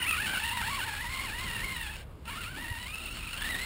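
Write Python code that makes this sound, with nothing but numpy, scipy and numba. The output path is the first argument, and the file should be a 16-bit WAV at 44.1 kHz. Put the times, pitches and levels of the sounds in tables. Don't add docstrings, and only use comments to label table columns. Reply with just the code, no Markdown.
import sys
import numpy as np
from scipy import signal
from scipy.fft import rfft, irfft
from scipy.io import wavfile
from scipy.ndimage import uniform_filter1d
from numba import njit

SR = 44100
rng = np.random.default_rng(int(sys.argv[2]) if len(sys.argv) > 2 else 0)


def volts(x):
    e = np.asarray(x, float) / 20
    return 10 ** e


def put_to_file(sound):
    columns = np.atleast_2d(sound).T
    safe = np.clip(columns, -1, 1)
    whole_steps = np.round(safe * 32767)
    wavfile.write(sys.argv[1], SR, whole_steps.astype(np.int16))


N = 160965

HOLD_HZ = 12000
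RING_HZ, RING_WIDTH_HZ = 2770, 287
LIFT_START_S, LIFT_END_S = 2.05, 2.25


def level(x, db):
    return x * volts(db) / np.sqrt(np.mean(x ** 2))


@njit
def svf(x, hz, width):
    y, band, low = np.empty(len(x)), 0., 0.
    g, damping = np.tan(np.pi * hz / SR), width / hz
    for i in range(len(x)):
        v = (band + g * (x[i] - low)) / (1 + g * (g + damping))
        band, low, y[i] = 2 * v - band, low + 2 * g * v, damping * v
    return y


def svf_twice(x, hz, width):
    return svf(svf(x, hz, width), hz, width)


def noise():
    return rng.standard_normal(N)


def walk(rate):
    hold = max(int(SR / rate), 2)
    steps = rng.standard_normal(1200)[np.arange(N) // hold % 1200]
    return 1.3 * uniform_filter1d(uniform_filter1d(steps, hold), hold)


def body(x):
    # (frequency [Hz], width [Hz], level [dB])
    resonances = [(897, 285, -4.5), (1306, 475, 0.5), (1940, 817, 0), (2560, 567, 3.5), (4040, 1210, -3),
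                  (4446, 344, 0.5), (5397, 385, -9)]
    y = 0
    for k, (hz, width, db) in enumerate(resonances):
        y = y + (-1) ** k * volts(db) * svf(x, hz, width)
    y = y - 0.47 * svf(y, 1178, 120)
    return signal.sosfilt(signal.butter(6, 860, "high", fs=SR, output="sos"), y)


def throttle(t):
    # (time [s], tooth rate [Hz], level [dB])
    start = [
        (0, 500, -33.5),
        (.05, 490, -31),
        (.075, 650, -29.5),
        (.105, 675, -29),
        (.122, 630, -31),
        (.17, 635, -29.5),
        (.18, 700, -32),
        (.192, 745, -32.5),
    ]
    # (time [s], tooth rate [Hz], level [dB])
    climb = [
        [(0.2, 833.1, -32.5), (0.25, 894.3, -33), (0.27, 751.7, -30), (0.282, 789.4, -32.5),
         (0.338, 802.3, -33), (0.36, 700.0, -29.5), (0.382, 741.8, -31.5), (0.4, 856.9, -35.5),
         (0.43, 871.3, -31.5)],
        [(0.44, 868.0, -33), (0.466, 934.2, -33), (0.508, 882.9, -33), (0.548, 1022, -34.5),
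         (0.608, 896.6, -34), (0.614, 826.2, -30.5), (0.622, 681.5, -33.5), (0.65, 871.0, -34),
         (0.66, 875.4, -34.5)],
        [(0.67, 871.5, -33), (0.69, 928.5, -33.5), (0.71, 1102, -34), (0.77, 1139, -34), (0.814, 747.2, -34),
         (0.84, 754.3, -33.5), (0.86, 926.6, -38), (0.882, 916.4, -35.5), (0.9, 821.7, -35.5)],
        [(0.91, 827.8, -37.5), (0.978, 814.5, -37), (1.032, 996.6, -37.5), (1.048, 947.4, -34.5),
         (1.08, 968.6, -40.5), (1.112, 1064, -36.5), (1.19, 1046, -35.5), (1.238, 1119, -35.5),
         (1.26, 1028, -37)],
        [(1.27, 931.9, -39.5), (1.306, 801.4, -35.5), (1.32, 880.4, -39.5), (1.42, 1048, -36.5),
         (1.452, 1060, -37), (1.506, 921.2, -36.5), (1.526, 973.7, -37), (1.586, 887.2, -35.5),
         (1.6, 933.6, -35.5)],
        [(1.61, 932.2, -36.5), (1.644, 1063, -36), (1.74, 1040, -37.5), (1.748, 988.4, -37.5),
         (1.884, 821.6, -39), (1.922, 873.2, -44), (1.944, 867.7, -42.5), (1.972, 771.0, -45),
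         (2.03, 829.7, -52.5)],
    ]
    # (time [s], tooth rate [Hz], level [dB])
    flat = [
        [(2.25, 453.7, -55), (2.276, 457.8, -43.5), (2.296, 487.6, -38), (2.31, 571.7, -40),
         (2.336, 562.6, -39.5), (2.348, 537, -41), (2.368, 650.0, -37.5), (2.402, 737.5, -43.5),
         (2.41, 709.6, -37.5)],
        [(2.42, 685.5, -41), (2.43, 655.4, -39.5), (2.452, 621, -38.5), (2.468, 686.7, -41), (2.5, 755.0, -43),
         (2.516, 772.0, -45), (2.558, 752, -44), (2.576, 880.1, -40.5), (2.62, 957.9, -40.5)],
        [(2.63, 987, -40), (2.66, 910.8, -39.5), (2.708, 960, -39.5), (2.76, 916.5, -41), (2.818, 985, -40.5),
         (2.852, 994.6, -42.5), (2.866, 1038, -40), (2.89, 1216, -41), (2.9, 1229, -43)],
        [(2.91, 1219, -39), (2.924, 1237, -42), (2.948, 1363, -39), (2.976, 1286, -40.5), (2.994, 1345, -42.5),
         (3.012, 1260, -42), (3.05, 1439, -39), (3.08, 1238, -40), (3.12, 1391, -43)],
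        [(3.13, 1380, -42.5), (3.176, 1526, -39.5), (3.218, 1192, -43.5), (3.258, 1365, -40),
         (3.288, 1194, -42), (3.308, 1380, -43.5), (3.324, 1453, -42.5), (3.348, 1347, -38),
         (3.37, 1535, -39.5)],
        [(3.38, 1635, -37), (3.4, 1580, -41.5), (3.42, 1790, -33), (3.44, 1714, -39.5), (3.454, 1913, -31),
         (3.482, 1803, -35.5), (3.504, 2040, -34), (3.54, 1855, -34), (3.645, 2068, -36.5)],
    ]
    rows = [tuple(row) for surge in [start] + climb + flat for row in surge]
    coast_db, fade_s = -72, 0.003
    lift = [(LIFT_START_S + fade_s, coast_db), (LIFT_END_S - fade_s, coast_db)]
    loud = np.array(sorted([(s, db) for s, _, db in rows] + lift))
    rows = np.array(rows)
    return np.interp(t, rows[:, 0], rows[:, 1]), np.interp(t, loud[:, 0], loud[:, 1])


def gear_whine(t, tooth_hz, knock, first_db, second_db, upper_db):
    # (time [s], share)
    slipping = [(0, .9), (.4, 1.0), (1.0, .85), (1.2, .65), (1.8, .65), (1.95, 1.1), (2.3, .6), (2.85, .6),
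                (3.0, .95), (3.38, 1.0), (3.5, .85), (3.64, .85)]
    # (multiple of the tooth rate, level [dB])
    teeth = [(.5, -23), (1, 1.5), (1.5, -29), (2, 3.5), (3, -1), (4, 1.5), (5, -4.5), (6, -2)]
    slip = np.interp(t, *np.array(slipping).T)
    hz = tooth_hz * (1 + 0.022 * slip * walk(200) + 0.004 * walk(45))
    turn = 2 * np.pi * np.cumsum(hz) / SR
    load_db = {1: first_db, 2: second_db}
    whine = 0
    for k, db in teeth:
        flutter_db = 5 * (0.23 * knock + 0.72 * walk(230))
        swell_db = 1 * walk(8.96)
        break_db = 1.6 * walk(70)
        strength = volts(db + load_db.get(k, upper_db) + flutter_db + swell_db + break_db)
        smear_rad = 0.25 * slip * (1 + k)
        blur_rad = 1.3 * slip ** 2 * np.clip((k * hz - 3300) / 300, 0, 1)
        phase = k * turn + k * k + (smear_rad + blur_rad) * walk(320)
        whine = whine + strength * np.sin(phase) * (k * hz < HOLD_HZ / 2)
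    whine = whine + volts(-3) * svf(whine, RING_HZ, RING_WIDTH_HZ)
    whine = signal.sosfilt(signal.butter(3, 3700, fs=SR, output="sos"), whine)
    unload_s = [1.92, 2.02, LIFT_END_S, LIFT_END_S + 0.027]
    return whine * volts(np.interp(t, unload_s, [0, -10, -10, 0])), turn


def gear_chatter(turn, knock, chatter_db):
    shake = volts(0.5 * knock + chatter_db)
    return (1 + 0.18 * np.cos(turn)) * shake * noise()


def thrown_sand():
    return (rng.random(N) < .012) * noise() * volts(1.3 * walk(39.97))


def tyre_rumble(t):
    # (time [s], rumble [dB])
    roll = [(0, -1), (.2, 1.5), (.4, 0.5), (.9, -1.5), (1.4, 1.5), (1.9, -4.5), (2.4, 3), (3.0, 6),
            (3.64, -1.5)]
    tread = svf(noise(), 207, 86) + 0.38 * svf(noise(), 660, 330)
    return tread * volts(1.7 * walk(14) + np.interp(t, *np.array(roll).T))


def jolts(t):
    # (time [s], boost [dB])
    ruts = [(0.103, 0), (0.11, 9), (0.343, 1), (.5731, 5), (2.2544, 14), (2.2767, 2), (2.434, 2.5),
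            (2.5623, 10), (2.584, 3), (2.9553, 6), (2.9923, 6.5), (3.106, 4), (3.1704, 4), (3.2902, 11),
            (3.3097, 8), (3.3314, 8.5), (3.409, 5), (3.4481, 1), (3.503, 0)]
    decay_s = 0.0042
    return sum(db * (t > s) * np.exp(-np.abs(t - s) / decay_s) for s, db in ruts)


def truck(t):
    # (time [s], first order [dB], second order [dB], upper orders and shell [dB],
    # chatter [dB])
    load = [(0, -16, -6, 2.5, -11), (.12, 2, 6, 5.5, -6), (.35, 3.5, 8.5, 0, -5.5), (.47, 15, 9.5, 7, 1.5),
            (.61, 7.5, 6.5, -2, -6.5), (.75, 9, 0, 3, -4.5), (.95, 6, 7.5, -7, -2), (1.2, 5, 3, 0.5, -5),
            (1.55, 1, 3.5, -1, -5.5), (1.9, 6, 3.5, 1, -4), (2.3, 12, 7.5, 2, -4), (2.44, 1, 6, -0.5, 1),
            (2.7, 3, 9.5, 1, -7), (3.0, -0.5, 0.5, 8, -5.5), (3.3, 1, -1.5, 2.5, -2),
            (3.45, 10, 5, 3.5, -4), (3.55, 8.5, 0, 2, -11.5), (3.64, 6, 8, 2, -5)]
    load_s, *columns = np.array(load).T
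    first_db, second_db, upper_db, chatter_db = [np.interp(t, load_s, column) for column in columns]
    tooth_hz, loud_db = throttle(t)
    knock = walk(230)
    whine, turn = gear_whine(t, tooth_hz, knock, first_db, second_db, upper_db)
    chatter = gear_chatter(turn, knock, chatter_db)
    shell_ring = svf_twice(chatter, RING_HZ, RING_WIDTH_HZ) * volts(upper_db)
    mix = level(body(whine), 0) + level(body(chatter), -5) + level(shell_ring, -6)
    mix = mix + level(body(thrown_sand()), -9) + level(tyre_rumble(t), -15)
    steady = np.sqrt(uniform_filter1d(mix ** 2, size=3000))
    return mix / steady * volts(loud_db + jolts(t))


def wind(t):
    # (frequency [Hz], level [dB per Hz])
    air = [(12, -31), (20, -7), (60, -4), (103, -7.5), (247, -17.5), (654, -26), (1100, -32), (2400, -30),
           (5800, -40), (7540, -93), (12800, -120)]
    # (frequency [Hz], width [Hz], level [dB])
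    hums = [(34.8, 7.6, -52), (65.8, 16.6, -50.5), (99.4, 9.2, -57.5)]
    # (time [s], level [dB])
    gusts = [
        (0, 3.5),
        (.5, 0),
        (1.0, -0.5),
        (1.6, 2.5),
        (2.1, -2),
        (2.45, -1),
        (2.9, -2.5),
        (3.64, 0.5),
    ]
    # (time [s], level [dB], frequency [Hz])
    thumps = [
        (2.715, -29, 90),
        (1.64, -36, 45),
    ]
    air_hz, air_db = np.array(air).T
    out, swell = 0, walk(2.0)
    for hz in 25 * 2 ** np.arange(0, 7.9, .5):
        db = np.interp(np.log(hz), np.log(air_hz), air_db) + 0.17 * swell + 3.57 * walk(9.8)
        out = out + volts(db) * svf_twice(noise(), hz, hz / 2)
    out = level(out, -46.5)
    for hz, width, db in hums:
        out = out + level(svf_twice(noise(), hz, width), db)
    out = out * volts(np.interp(t, *np.array(gusts).T))
    for s, db, hz in thumps:
        bump = np.exp(-.5 * ((t - s) * hz / .5) ** 2)
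        out = out + volts(db) * bump * np.cos(2 * np.pi * hz * (t - s))
    return out


def scene():
    t = np.arange(N) / SR
    return np.tile(truck(t) + wind(t), (2, 1))


def sample_and_hold(x, f, t):
    low = irfft(rfft(x) / np.sqrt(1 + (f / 5600) ** 24) * (f < HOLD_HZ / 2), N)
    comb = 1 + 2 * np.cos(2 * np.pi * HOLD_HZ * t - 0.28)
    slope = np.abs(np.sinc(f / HOLD_HZ)) * np.where(f > HOLD_HZ, -1, 1)
    return irfft(rfft(low * comb) * slope, N)


def side_hiss(held, treble_hiss, low_hiss):
    treble = svf(treble_hiss, 12600, 4800) + 0.67 * svf(treble_hiss, 6450, 1600)
    side = volts(-25.5) * treble
    side = side + volts(-24.5) * svf_twice(low_hiss, 500, 620)
    side = side + volts(-38.5) * svf(held * walk(200), 40, 110)
    return side + volts(-29) * svf(low_hiss, 1740, 2200)


def low_pass(x):
    return signal.sosfilt(signal.butter(12, 16310, fs=SR, output="sos"), x)


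def record(dry):
    f, t = np.arange(N // 2 + 1) * SR / N, np.arange(N) / SR
    held = sample_and_hold(dry, f, t)
    size = np.sqrt(uniform_filter1d(svf(held[0], 2100, 4300) ** 2, size=150))
    step_noise, treble_hiss, low_hiss = size * rng.standard_normal((3, N))
    side = side_hiss(held[0], treble_hiss, low_hiss)
    clock_tone = volts(-90) * np.sin(2 * np.pi * HOLD_HZ * t)
    held = held + volts(-17.5) * step_noise + clock_tone
    stereo = held + side * np.array([[1], [-1]])
    mix = irfft(rfft(stereo) * (f < 15780), N)
    return low_pass(mix)


dry = scene()
out = record(dry)
put_to_file(out)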